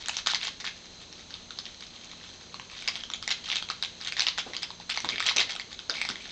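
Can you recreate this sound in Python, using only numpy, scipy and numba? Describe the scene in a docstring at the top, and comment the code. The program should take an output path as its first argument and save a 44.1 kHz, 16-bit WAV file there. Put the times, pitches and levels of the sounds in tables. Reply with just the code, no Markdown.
"""A dog on a couch chews and pulls at wrapping paper, a couple of metres from a small camera.
It opens with a burst of creases snapping over, each a few short ringing clicks, among swarms of fine crackles,
and one flap scrapes as noise in a resonance. Sparser, softer snaps and two faint rips follow; from 2.9 s on
the chewing turns dense, and after 4.4 s cushions thud as dull noise and more flaps scrape before it thins out.
A small soft room echoes the paper, over the camera's shaped hiss, thin motor tones and a faint hum throughout."""
import sys
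import numpy as np
from scipy import signal
from scipy.fft import rfft, irfft
from scipy.io import wavfile
from scipy.ndimage import uniform_filter1d
from numba import njit

SR = 44100
rng = np.random.default_rng(int(sys.argv[2]) if len(sys.argv) > 2 else 0)


def ratio(d):
    """dB to gain"""
    e = np.asarray(d, float) / 20
    return 10 ** e


def bounce(signal):
    """Save signal as a 16-bit WAV file at the path given by the first command-line argument."""
    frames = np.transpose(np.atleast_2d(signal))
    limited = np.clip(frames, -1, 1)
    pcm = np.round(limited * 32767).astype(np.int16)
    wavfile.write(sys.argv[1], SR, pcm)


N = 278271  # samples, 6.31 s
SETTLE_S = 0.0088  # decay time of each swarm or scrape once its length is over


def colour(x, points):
    """Shape the spectrum by (Hz, dB) points, joined by straight lines over log frequency."""
    hz, db = np.transpose(points)
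    axis = np.arange(len(x) // 2 + 1) * SR / len(x) + 1
    gain = ratio(np.interp(np.log(axis), np.log(hz), db))
    return irfft(rfft(x) * gain, len(x))


def level(x, db):
    """Set the rms level."""
    return x * ratio(db) / np.sqrt(np.mean(x ** 2))


def band(x, hz, width):
    """Two-pole resonance, width in Hz."""
    return signal.lfilter(*signal.iirpeak(hz, hz / width, fs=SR), x)


def walk(rate):
    """Random levels held 1 / rate s and slewed twice; spread near 1."""
    hold = int(SR / rate)
    steps = np.repeat(rng.standard_normal(N // hold + 1), hold)
    smooth = uniform_filter1d(uniform_filter1d(steps, hold), hold)
    return 1.456 * smooth[:N]


@njit
def grains(n, start, step, cycles, size, phase):
    """Short wave packets that swell for a moment and die; step is cycles per sample."""
    out = np.zeros(n)
    for g in range(len(start)):
        span = cycles[g] / step[g]  # samples until the packet is loudest
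        for i in range(min(int(8 * span), n - start[g])):
            swell = i / span * np.exp(1 - i / span)
            out[start[g] + i] += size[g] * swell * np.sin(2 * np.pi * step[g] * i + phase[g])
    return out


def play(s, hz, cycles, db):
    """Grains at given times, pitches, swell lengths in cycles and envelope peak levels."""
    s, hz, cycles, db = np.broadcast_arrays(s, hz, cycles, db)
    start = np.clip(s * SR, 0, N - 1).astype(np.int64)
    return grains(N, start, hz / SR, 1. * cycles, ratio(db), rng.random(len(s)))


# Spectrum of the camera's hiss. Each row: frequency in Hz, relative density in dB per Hz.
HISS_SPECTRUM = [(15, -34), (25, -0.5), (174, -1), (390, -2.5), (1920, -12.5), (4010, -5.5), (5130, -12.5),
                 (6400, -8), (8180, -17), (8800, -47), (11400, -69.5), (19400, -120)]
# Narrow bands standing out of the hiss. Each row: centre in Hz, width in Hz, rms in dB before it wavers.
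HISS_BANDS = [(4090, 590, -58), (6305, 560, -64)]
# Thin motor tones in the treble. Each row: centre frequency in Hz, rms in dB before it flickers.
MOTOR_TONES = [(3930, -65), (4037, -67.5), (4124, -66), (4323, -70), (6051, -70), (6142, -68.5),
               (6288, -66.5), (6352, -70), (6481, -70)]
# Harmonics of the motor hum. Each row: multiple of the base pitch, peak level in dB before it wavers.
HUM_LINES = [(1, -69.5), (2, -70.5), (3, -64), (4, -71), (6, -62), (8, -63)]


def camera():
    """Steady shaped noise with narrow resonant bands, thin drifting sines and wavering hum harmonics."""
    out = level(colour(rng.standard_normal(N), HISS_SPECTRUM), -52)
    for hz, width, db in HISS_BANDS:
        narrow = band(band(rng.standard_normal(N), hz, width), hz, width)
        out += level(narrow, db) * ratio(walk(6.2))
    for hz, db in MOTOR_TONES:
        flicker_db = 2 * walk(4.9)
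        phase = 2 * np.pi * np.cumsum(hz + 3.0 * walk(9)) / SR
        out += np.sqrt(2) * ratio(db + flicker_db) * np.sin(phase)
    hum_hz = 29.2 * (1 + .004 * walk(2.065))
    turn = 2 * np.pi * np.cumsum(hum_hz) / SR
    for multiple, db in HUM_LINES:
        out += ratio(db + 1.5 * walk(8.5)) * np.sin(multiple * turn + 2 * np.pi * rng.random())
    return out


def room(x):
    """Close echoes from couch and walls, then a short tail that dulls as its brighter part fades first."""
    t60_s, echo_db, gap_s = 0.32, -8, 0.0016
    wall_s, wall_db = 0.011, 2.5  # the first hard wall answers this late; the dull tail is stronger from then on
    t = np.arange(SR // 3) / SR
    patches = ratio(1.5 * rng.standard_normal(len(t) // 40 + 1)).repeat(40)[:len(t)]
    noise = rng.standard_normal(len(t)) * patches
    dull = band(noise, 2600, 4800) * np.exp(-np.log(1000) * t / t60_s)
    bright = 2.7 * noise * np.exp(-np.log(1000) * t / (0.15 * t60_s))
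    tail = (dull * ratio(wall_db * (t > wall_s)) + bright) * (t > gap_s)
    echo = signal.fftconvolve(x, tail / np.sqrt(np.sum(tail ** 2)))[:N]
    return x + ratio(echo_db) * echo


# Weight shifting on the cushions. Each row: start in seconds, noise rms in dB before the push shapes it,
# centre in Hz.
CUSHION_THUDS = [(4.461, -41.5, 431), (5.041, -39, 332), (5.123, -45, 223), (5.359, -35.5, 584),
                 (5.893, -42.5, 510), (6.096, -44, 191)]


def thuds():
    """Soft cushions: dull resonant noise with a fast onset and a 55 ms exponential decay."""
    out, t = np.zeros(N), np.arange(N) / SR
    for s, db, hz in CUSHION_THUDS:
        age = np.maximum(t - s, 0)
        push = np.minimum(age / 0.0015, 1) * np.exp(-age / 0.055)
        dull = level(band(rng.standard_normal(N), hz, 0.76 * hz), 0)
        out += ratio(db) * push * dull
    return out


# Paper sliding over paper, a dense coloured rasp. 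Each row: start in seconds, length in seconds before
# it settles, rms in dB before the push shapes it, centre in Hz.
FLAP_SCRAPES = [(0.636, 0.057, -46.5, 1680), (5.116, 0.038, -38, 2350), (5.944, 0.06, -41, 2270),
                (6.202, 0.05, -51, 2400)]


def scrapes():
    """Rough noise in one resonance while a flap slides."""
    out, t = np.zeros(N), np.arange(N) / SR
    for s, length, db, hz in FLAP_SCRAPES:
        fade = np.exp(-np.maximum(t - s - length, 0) / SETTLE_S)
        push = np.clip((t - s) / 0.005, 0, 1) * fade
        rough = rng.standard_normal(N) * ratio(4.7 * walk(400))
        rasp = band(band(rough, hz, 0.21 * hz), hz, 0.21 * hz)
        out += push * level(rasp, db)
    return out


# Parts of one crease's click. Each row: centre pitch in Hz, pitch scatter in dB of frequency ratio, usual
# cycles until loudest, usual level in dB relative to the crease, dB gained per octave of ring pitch.
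CLICK_PARTS = [(1145, 2.5, 0.59, -22.5, -2.5), (2166, 3, 0.76, -14.5, 1.5), (3773, 0.91, 1.25, -7, 0),
               (5114, 1.61, 1.76, -14.5, 3), (6290, 1.58, 4, -18, 0.5)]


def creases(s, db, ring_hz):
    """Each crease flips with one wide click, and the flat facet beside it rings for a few cycles."""
    octaves = np.log2(ring_hz / 3500)  # small facets ring high and click brightly
    out = play(s, ring_hz, 1.39 * 2 ** (0.19 * octaves), db - 7.5 + 2.84 * octaves)
    for hz, scatter_db, cycles, share_db, lean_db in CLICK_PARTS:
        chance = rng.standard_normal((len(s), 4)).T
        pitch = np.clip(hz * ratio(scatter_db * chance[0]), 750, 9000)
        swell = cycles * ratio(2.4 * chance[1])
        part_db = db + share_db + lean_db * octaves + 1.9 * chance[2]
        # each part starts a fraction of a millisecond late, at random, which softens the click
        late = .00025 * np.abs(chance[3])
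        out = out + play(s + late, pitch, swell, part_db)
    return out


# Rips and crumples, swarms of fine crackles. Each row: start in seconds, length in seconds before it
# settles, swarm level in dB that sets the crackle sizes.
RIP_SWARMS = [(0.004, 0.075, -43), (0.129, 0.075, -39.5), (0.26, 0.058, -31.5), (0.328, 0.025, -36.5),
              (0.406, 0.073, -33), (0.597, 0.017, -37), (0.64, 0.045, -38), (2.202, 0.16, -53.5),
              (2.698, 0.32, -47), (2.87, 0.015, -30.5), (3.302, 0.014, -31), (3.436, 0.04, -40.5),
              (3.483, 0.1, -34.5), (3.826, 0.025, -37), (4.001, 0.088, -41.5), (4.167, 0.073, -36),
              (4.263, 0.027, -35), (4.375, 0.019, -29.5), (4.533, 0.013, -40.5), (4.619, 0.0146, -36),
              (4.892, 0.028, -33), (4.938, 0.03, -40.5), (5.081, 0.059, -42), (5.177, 0.15, -44),
              (5.255, 0.044, -28), (5.363, 0.057, -25.5), (5.488, 0.039, -36), (5.93, 0.18, -42.5),
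              (6.195, 0.12, -46.5)]


def crackle():
    """Fine random clicks swell while a rip runs and in a scatter answering each snap; a few are much bigger."""
    count = int(600 * N / SR)  # 600 crackles per second
    when, big = rng.random(count) * N / SR, rng.exponential(size=count)
    rustle_db = -56 + 4.0 * walk(30)  # faint rustle throughout
    power = ratio(rustle_db[(when * SR).astype(int)]) ** 2
    # a brief crackly scatter answers each snap about 5 ms later, like a rough wall echo
    answer_gap_s, answer_s, answer_db = 0.0049, 0.0066, -25
    answers = [(s + answer_gap_s, answer_s, db + answer_db) for s, db, _ in CREASE_SNAPS]
    for s, length, db in RIP_SWARMS + answers:
        after = np.maximum(when - s - length, 0)
        rise = np.clip((when - s) / 0.0032, 0, 1)
        power = power + rise * (ratio(db) * np.exp(-after / SETTLE_S)) ** 2
    size_db = 10 * np.log10(power) + 2.63 * big + 7  # a crackle peaks well above its swarm's level
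    ring_hz = 3300 * ratio(3.1 * rng.standard_normal(count))
    return creases(when, size_db, np.clip(ring_hz, 1000, 8000))


# Big creases snapping over. Each row: start in seconds, strength in dB that the ring and click parts
# are set against, ring pitch in Hz.
CREASE_SNAPS = [(0.0592, -22, 6200), (0.0841, -10.5, 7040), (0.168, -11, 5800), (0.2616, -14, 4400),
                (0.2707, -5.5, 3470), (0.3348, -13, 935), (0.3463, -8, 4520), (0.471, -12.5, 4450),
                (0.6429, -20, 1800), (0.665, -18, 3520), (1.3058, -30, 1670), (1.3403, -22, 4170),
                (1.5065, -22.5, 1390), (1.5878, -15, 4400), (1.6547, -18, 4100), (1.745, -32.5, 5840),
                (1.8092, -28.5, 3020), (1.8234, -29, 2100), (1.8662, -37, 4780), (1.9054, -33, 3530),
                (2.045, -29.5, 6600), (2.5426, -20.5, 1090), (2.597, -21.5, 1020), (2.8764, -8.5, 4600),
                (2.9554, -15.5, 3300), (3.0362, -19.5, 3400), (3.1008, -17, 4000), (3.1362, -9.5, 3320),
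                (3.226, -17.5, 5000), (3.277, -6.5, 3710), (3.306, -7, 3500), (3.3118, -9, 2700),
                (3.5008, -14.5, 2870), (3.5158, -14, 2860), (3.5573, -8, 3200), (3.567, -15, 3860),
                (3.6248, -18, 4340), (3.6877, -16, 3240), (3.7006, -11, 1265), (3.8252, -10, 4410),
                (4.0727, -12, 3200), (4.1226, -12.5, 2460), (4.1672, -14, 1830), (4.1949, -6, 5350),
                (4.2201, -9.5, 2900), (4.2674, -5, 3540), (4.2848, -8, 4150), (4.3831, -9, 3730),
                (4.5342, -16.5, 2050), (4.566, -12, 3150), (4.6306, -11, 3500), (4.7042, -19, 956),
                (4.7999, -24.5, 876), (4.899, -10.5, 3980), (4.974, -11, 2120), (5.0031, -15, 5800),
                (5.0458, -12, 955), (5.089, -8.5, 5000), (5.1584, -18, 1830), (5.1811, -14.5, 2250),
                (5.203, -9.5, 2380), (5.2256, -12, 1910), (5.2639, -14, 6630), (5.288, -7, 2090),
                (5.312, -14, 970), (5.3628, -10, 5500), (5.368, -4, 3970), (5.3826, -6.5, 2530),
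                (5.4126, -9.5, 1920), (5.5146, -24, 7100), (5.552, -18.5, 2750), (5.5972, -15, 2070),
                (5.7291, -24, 4250), (5.791, -21, 3150), (5.8966, -8.5, 4570), (5.9395, -21, 2900),
                (6.015, -7.5, 2280), (6.0504, -13, 2160), (6.0888, -13, 4800), (6.1105, -18, 5140),
                (6.1566, -20.5, 2000), (6.2558, -27, 1700)]


def snaps():
    """The big creases: each fold flips over at its set time and rings its facet."""
    return creases(*np.transpose(CREASE_SNAPS))


def scene():
    """Paper in the room, cushions and camera noise."""
    paper = snaps() + crackle() + scrapes()
    return (room(paper) + thuds() + camera())[None]


def roll_off(x):
    """The treble ends steeply here."""
    return signal.sosfilt(signal.butter(12, 9100, fs=SR, output="sos"), x)


def record(dry):
    """The small recorder rolls off the treble, then cuts it steeply."""
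    soft = signal.sosfilt(signal.butter(4, 6950, fs=SR, output="sos"), dry)
    cut = signal.sosfilt(signal.cheby2(12, 60, 9700, fs=SR, output="sos"), soft)
    return roll_off(cut)


dry = scene()
out = record(dry)
bounce(out)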